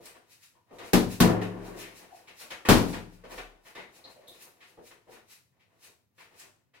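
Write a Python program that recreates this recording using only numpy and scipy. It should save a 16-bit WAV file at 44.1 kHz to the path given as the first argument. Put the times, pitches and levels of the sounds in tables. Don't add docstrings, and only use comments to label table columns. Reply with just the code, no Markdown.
import sys
import numpy as np
from scipy import signal
from scipy.fft import rfft, irfft
from scipy.io import wavfile
from scipy.ndimage import uniform_filter1d

SR = 44100
rng = np.random.default_rng(int(sys.argv[2]) if len(sys.argv) > 2 else 0)


def wav_out(sig):
    wavfile.write(sys.argv[1], SR, np.round(np.clip(np.atleast_2d(sig).T, -1, 1) * 32767).astype(np.int16))


N = 299880
TIME = np.arange(N) / SR

# (frequency [Hz], level [dB])
AIR_SPECTRUM = [(18, -55), (30, -22.5), (103, 14.5), (194, 4.5), (245, 6), (303, -4), (554, -9.5),
                (616, -18.5), (2410, -20), (8520, -28.5), (14800, -20.5), (16000, -21.5)]
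# (frequency [Hz], t60 [s])
ROOM_T60 = [(40, 0.46), (75, 1), (130, 0.54), (300, 0.73), (700, 0.56), (2000, 0.47), (5000, 0.49),
            (14000, 0.46)]
# (frequency [Hz], left-right correlation [-1..1])
STEREO_CORRELATION = [(50, 0.68), (130, 1), (260, 0.5), (500, 0.49), (1000, 0.047), (4000, 0.044),
                      (14000, 0.025)]
# (frequency [Hz], left over right [dB])
STEREO_BALANCE = [(40, 18), (130, 12.5), (260, 2), (1000, 2.5), (2500, 4), (8000, 1.4), (13000, -1.5)]
# (time of peak [s], level [dB])
SWISHES = [(0.048, -55.5), (0.319, -56.5), (0.434, -56), (0.75, -65.5), (0.861, -52.5), (1.117, -43),
           (1.431, -58), (1.66, -55), (1.793, -45.5), (1.973, -53.5), (2.16, -61.5), (2.405, -46),
           (2.89, -46.5), (3.13, -63.5), (3.32, -51), (3.371, -55.5), (3.672, -57), (3.955, -57.5),
           (4.1, -62.5), (4.34, -61.5), (4.416, -53.5), (4.681, -65), (4.865, -55), (5.121, -57.5),
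           (5.313, -52.5), (5.842, -53), (6.201, -61.5), (6.392, -55)]
# (frequency [Hz], level [dB])
CLOTH_SPECTRUM = [(530, -28.5), (900, -11), (1390, -8.5), (2540, -2), (3300, -8.5), (3730, -4.5),
                  (12100, -8.5), (16000, -14)]
# (time [s], level [dB])
SHUFFLE = [(0, -64.5), (.4, -83.5), (1.7, -60.5), (3.55, -77.5), (4.3, -65.5), (5.5, -86.5), (5.85, -70),
           (6.05, -96), (6.35, -67), (6.7, -91.5)]
# (time [s], level [dB], brightness [dB], length [s])
STEPS = [(0.0, -50.5, -35, 0.019), (0.056, -51, 11, 0.036), (0.145, -52, 2, 0.024),
         (0.705, -49.5, -14, 0.068), (0.784, -44, 1.5, 0.082), (1.413, -34, 9, 0.012),
         (1.798, -46.5, 20, 0.075), (2.272, -47.5, 32, 0.025), (2.407, -46.5, 6, 0.024),
         (2.503, -36.5, 10.5, 0.024), (2.649, -27.5, 8.5, 0.014), (2.927, -35, 3.5, .03),
         (3.236, -40, -3.5, .018), (3.296, -43, 0, 0.049), (3.377, -30, 4.5, 0.012),
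         (3.649, -53.5, 8.5, 0.062), (3.749, -43.5, 3.5, 0.062), (4.041, -52, -2.5, 0.057),
         (4.279, -55, -26, 0.032), (4.603, -53, 17, 0.044), (4.771, -48.5, -18.5, 0.032),
         (4.904, -48.5, 9, 0.015), (5.069, -54, -12, 0.064), (5.118, -55, 7, 0.062),
         (5.594, -65.5, 23.5, 0.035), (6.179, -52, 11.5, 0.052), (6.402, -49.5, 20.5, 0.022),
         (6.735, -55, 12.5, .035)]
# (frequency [Hz], level [dB])
SOLE_SPECTRUM = [(60, -14.5), (200, -7), (380, 2), (650, 0), (950, -2.5), (1400, -6.5), (2200, -7.5),
                 (4000, -17.5), (6500, -26), (15000, -35.5)]
# (time [s], level [dB], centre [Hz], decay to 1/e [s])
TAPS = [(0.056, -27.5, 7640, 0.00031), (0.785, -42.5, 2700, 0.0032), (2.506, -32, 2190, 0.0023),
        (2.927, -36.5, 3900, 0.0044), (3.751, -43, 1300, 0.0043), (4.279, -45.5, 10800, 0.004),
        (4.422, -27.5, 8100, 0.00017), (6.397, -36.5, 6030, 0.0014)]
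# (time [s], level [dB], pitch [Hz], length [s])
CREAKS = [(0.548, -67, 970, 0.04), (2.116, -41.5, 724, 0.013), (3.753, -49, 2040, 0.065),
          (3.754, -55.5, 3630, 0.043), (4.04, -47, 4150, 0.013), (4.157, -51.5, 580, 0.041),
          (4.273, -49, 3700, 0.019)]
# (frequency [Hz], width [Hz], level [dB])
HANGER_MODES = [(322, 100, 14.5), (407, 45, 11), (608.4, 140, 1.5), (710, 87, -5), (940, 61, -10.5),
                (1480, 450, -11.5)]
# (time of peak [s], hanger rattle [dB], ceiling drone [dB], half length [s])
REBOUNDS = [(1.662, -44, -55, .08), (3.429, -69, -55, .06)]
# (time [s], heave [dB], thud [dB], knock [dB], smack [dB], slap [dB], first crack [dB],
# boom [dB], contact time [s], tail length [factor], hanger rattle [dB], ceiling drone [dB])
BLOWS = [(0.9331, -5.5, -5, 0, 0, 1.5, -10, -7, 0.00029, 0.68, -36, -46.5),
         (1.2029, -7.5, -4, -10, 0.5, 2.5, -6, 2, 0.0023, 0.62, -18, -46.5),
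         (2.6880, 1, -1, 2.5, 7, 5, 0.5, -7.5, 0.0057, 0.8, -30, -37.5)]
# (frequency [Hz], level [dB])
BAG_SPECTRUM = [(22, 8.5), (36, 30), (56, 20.5), (95, 31), (150, 33), (220, 41), (380, 31), (600, 24),
                (1100, 18.5), (2400, 12), (4500, 9.5), (8500, 3), (12000, 3), (16000, -4)]
# (frequency [Hz], width [Hz])
ROOM_NULLS = [(52, 11), (166, 3), (210, 13)]
# (frequency [Hz], level [dB], t60 [s])
BOOM_MODES = [(36.5, -35, 0.23), (67, -36, 0.48), (90.85, -31, 0.52), (110.5, -26, 1), (153.2, -19.5, 0.38),
              (182.5, -22.5, 1), (235, -17, 0.42), (296.7, -29.5, 0.25), (347.5, -27, 0.42),
              (417, -27.5, 0.25), (439.5, -25.5, 0.26), (624, -35, 0.28), (740, -34, 0.58),
              (1005, -36, .45), (1120, -36, 0.075)]
# (delay [s], left [dB], right [dB])
ECHOES = [(.0027, -10, 4), (.0064, -11, -18.5)]
# (frequency [Hz], level [dB])
CRACKLE_SPECTRUM = [(300, -7), (1500, 3.5), (4000, -5.5), (8500, -12.5), (12000, 5.5), (16000, -9)]

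AIR_GAIN_DB = -77
SWISH_HALF_S = 0.015
CLOTH_OVER_SHUFFLE_DB = -7
SHUFFLE_SLIPS_PER_S, SHUFFLE_UNEVEN_DB = 400, 5.5
PAD_HZ, SCUFF_HZ = 617.4, 2140
STEP_ATTACK_S = 0.0044
TOUCH_DB, TOUCH_S = 3.5, 0.0024
JOLT_RISE_S = 0.016
RATTLE_T60_S, DRONE_T60_S = 0.6, 1.3
CEILING_HZ, CEILING_WANDER_HZ = 36.5, 1.4
FLEX_DB, FLEX_T60_S = 18.5, 0.19
CUTOFF_HZ = 16900


def from_db(db):
    return 10 ** (np.asarray(db) / 20)


def rms_one(x):
    return x / np.sqrt(np.mean(x ** 2) + 1e-20)


def at_hz(points, hz):
    f, value = np.transpose(points)
    return np.interp(np.log(np.maximum(hz, 1)), np.log(f), value)


def gain_curve(rows):
    return from_db(np.interp(TIME, *np.transpose(rows)))


def add(out, s, x):
    i = max(round(s * SR), 0)
    out[..., i:i + x.shape[-1]] += x[..., :N - i]


def shaped(x, spectrum, size=8192):
    log_gain = np.log(from_db(at_hz(spectrum, np.fft.rfftfreq(size, 1 / SR))))
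    cepstrum = irfft(log_gain)
    cepstrum[1:size // 2] *= 2
    cepstrum[size // 2 + 1:] = 0
    impulse = irfft(np.exp(rfft(cepstrum)))
    return signal.fftconvolve(x, impulse)[:len(x)]


def resonate(x, hz, width_hz):
    r = np.exp(-np.pi * width_hz / SR)
    zeros = np.array([1, 0, -1]) * (1 - r * r) / 2
    poles = [1, -2 * r * np.cos(2 * np.pi * hz / SR), r * r]
    return signal.lfilter(zeros, poles, x + 1e-18)


def grains(n, per_s, spread_db):
    happens = rng.random(n) < per_s / SR
    sign = rng.choice([-1, 1], n)
    return happens * sign * from_db(spread_db * (rng.random(n) - .5))


def evened(x, size=2205):
    return x / np.sqrt(uniform_filter1d(x ** 2, size, axis=-1, mode="wrap") + 1e-12)


def swell(s, half_s):
    return 1 / np.cosh(np.clip((TIME - s) / half_s, -30, 30))


def jolt(s, t60_s):
    t = np.maximum(TIME - s, 0)
    return (1 - np.exp(-(t / JOLT_RISE_S) ** 2)) * from_db(-60 * t / t60_s)


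def room_response(early_share, early_t60_s, build_s, stretch=1, size=40960):
    t, hz = TIME[:size], np.fft.rfftfreq(size, 1 / SR)
    centres = np.geomspace(30, 16000, 16)
    white = rfft(rng.standard_normal((2, size)))
    share, out = np.clip(early_share, 0, .97), 0
    early = share * from_db(-60 * t / early_t60_s) ** 2
    build = 1 - np.exp(-t / build_s)
    for fc, pick in zip(centres, np.eye(len(centres))):
        band = at_hz(np.c_[centres, pick], hz)
        late_t60_s = stretch * at_hz(ROOM_T60, fc)
        late = (1 - share) * from_db(-60 * t / late_t60_s) ** 2
        mid, side = evened(irfft(white * band)) * np.sqrt(early + late) * build
        alike = np.clip(at_hz(STEREO_CORRELATION, fc), 0, 1)
        common = np.sqrt(1 + alike) * rms_one(mid)
        opposed = np.sqrt(1 - alike) * rms_one(side) * np.array([[1], [-1]])
        lean = from_db(at_hz(STEREO_BALANCE, fc) * np.array([[.5], [-.5]]))
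        out = out + (common + opposed) * np.sqrt(band.mean() / size / 2) * lean
    return out


def in_room(x, response):
    return signal.fftconvolve(x[None], response, axes=1)[:, :len(x)]


def still_air():
    left, right, common = (rms_one(shaped(rng.standard_normal(N), AIR_SPECTRUM)) for _ in range(3))
    return from_db(AIR_GAIN_DB) * (np.array([left, right]) + common) / np.sqrt(3 / 2)


def clothes():
    speed = sum(from_db(db) * swell(s, SWISH_HALF_S) for s, db in SWISHES)
    speed = speed + from_db(CLOTH_OVER_SHUFFLE_DB) * gain_curve(SHUFFLE)
    return speed * rms_one(shaped(grains(N, 2500, 22), CLOTH_SPECTRUM))


def feet(size=16384):
    t = TIME[:size]
    wander = rms_one(resonate(resonate(rng.standard_normal(N), 4.3, 8), 4.3, 8))
    rub = rms_one(shaped(grains(N, SHUFFLE_SLIPS_PER_S, 21), SOLE_SPECTRUM))
    out = gain_curve(SHUFFLE) * from_db(SHUFFLE_UNEVEN_DB * wander) * rub
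    for s, db, bright_db, length_s in STEPS:
        slips = shaped(grains(size, 900, 24), SOLE_SPECTRUM)
        slips = shaped(slips, [(PAD_HZ, 0), (SCUFF_HZ, bright_db)])
        pressure = np.exp(-(t / length_s) ** 2) + from_db(TOUCH_DB) * np.exp(-t / TOUCH_S)
        attack = 1 - np.exp(-t / STEP_ATTACK_S)
        add(out, s, from_db(db) * rms_one(slips) * attack * pressure)
    return out


def taps(size=4096):
    out = np.zeros(N)
    for s, db, hz, decay_s in TAPS:
        clatter = rms_one(resonate(rng.standard_normal(size), hz, hz))
        add(out, s, from_db(db) * clatter * np.exp(-TIME[:size] / decay_s))
    return out


def hanger(size=16384):
    shaking = sum(from_db(rattle_db) * jolt(s, RATTLE_T60_S) for s, *_, rattle_db, _ in BLOWS)
    shaking = shaking + sum(from_db(rattle_db) * swell(s, half_s) for s, rattle_db, _, half_s in REBOUNDS)
    lowpass = signal.butter(2, 1700, fs=SR, output="sos")
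    knocks = signal.sosfilt(lowpass, grains(N, 220, 8.5) + 1e-18)
    rattle = sum(from_db(db) * resonate(knocks, hz, width_hz) for hz, width_hz, db in HANGER_MODES)
    out = shaking * rms_one(rattle)
    for s, db, hz, length_s in CREAKS:
        squeak = resonate(resonate(grains(size, 1500, 5), hz, 0.16 * hz), hz, 0.16 * hz)
        add(out, s, from_db(db) * rms_one(squeak) * np.exp(-(TIME[:size] / length_s) ** 2))
    return out


def ceiling():
    load = 0
    for s, *_, drone_db in BLOWS:
        flex = from_db(FLEX_DB) * jolt(s, FLEX_T60_S)
        load = load + from_db(drone_db) * (jolt(s, DRONE_T60_S) + flex)
    for s, _, drone_db, half_s in REBOUNDS:
        load = load + from_db(drone_db) * swell(s, half_s)
    wander = rms_one(resonate(rng.standard_normal(N), 1.8, 3))
    phase = 2 * np.pi * np.cumsum(CEILING_HZ + CEILING_WANDER_HZ * wander) / SR
    return load * np.sqrt(2) * np.sin(phase) * from_db([[2.2], [-3.5]])


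def room_boom(t, swell_s=0.0096, lean_db=2.5):
    waves = 0
    for hz, db, t60_s in BOOM_MODES:
        waves = waves + from_db(db - 60 * t / t60_s) * np.sin(2 * np.pi * (hz * t + rng.random()))
    return waves * (1 - np.exp(-t / swell_s)) * from_db([[lean_db], [-lean_db]])


def cover_crackle(t, level_db=-25, peak_s=0.0029):
    clicks = np.array([rms_one(shaped(grains(len(t), 7600, 4.5), CRACKLE_SPECTRUM)) for _ in range(2)])
    return from_db(level_db) * clicks * t / peak_s * np.exp(1 - t / peak_s)


def cover_crack(t, snap_s=0.000058, push_db=-7, suction_s=0.0009):
    suction = (1 - t / suction_s) * np.exp(-t / suction_s)
    pulse = -.6 * np.exp(-t / snap_s) - from_db(push_db) * suction
    out = pulse * from_db([[1.2], [-1.5]])
    for delay_s, left_db, right_db in ECHOES:
        out = out + np.interp(t - delay_s, t, pulse, left=0) * from_db([[left_db], [right_db]])
    return out


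def blows(size=65536):
    out, t = np.zeros((2, N)), TIME[:size]
    push = shaped(signal.unit_impulse(size), BAG_SPECTRUM)
    for hz, width_hz in ROOM_NULLS:
        push = push - resonate(push, hz, width_hz)
    for (s, heave_db, thud_db, knock_db, smack_db, slap_db,
         crack_db, boom_db, contact_s, stretch, _, _) in BLOWS:
        colour = [(70, heave_db), (200, thud_db), (450, knock_db), (1100, smack_db), (9000, slap_db)]
        force = shaped(push, colour)
        room = room_response(early_share=0.34, early_t60_s=0.13, build_s=contact_s, stretch=stretch)
        thud = in_room(force, room)
        add(out, s, thud + from_db(crack_db) * cover_crack(t) + from_db(boom_db) * room_boom(t))
        add(out, s, cover_crackle(t[:size // 8]))
    return out


def scene(count=3):
    small = 0
    for _ in range(count):
        room = room_response(early_share=0.84, early_t60_s=.29, build_s=0.00055)
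        room[:, 0] += .36
        small = small + in_room(hanger() + feet() + taps() + clothes(), room) / np.sqrt(count)
    left, right = blows() + small + ceiling() + still_air()
    return np.array([np.roll(left, 3), right])


def record(dry):
    limited = dry / (1 + dry ** 6) ** (1 / 6)
    return signal.sosfilt(signal.cheby2(16, 70, CUTOFF_HZ, fs=SR, output="sos"), limited)


dry = scene()
out = record(dry)
wav_out(out)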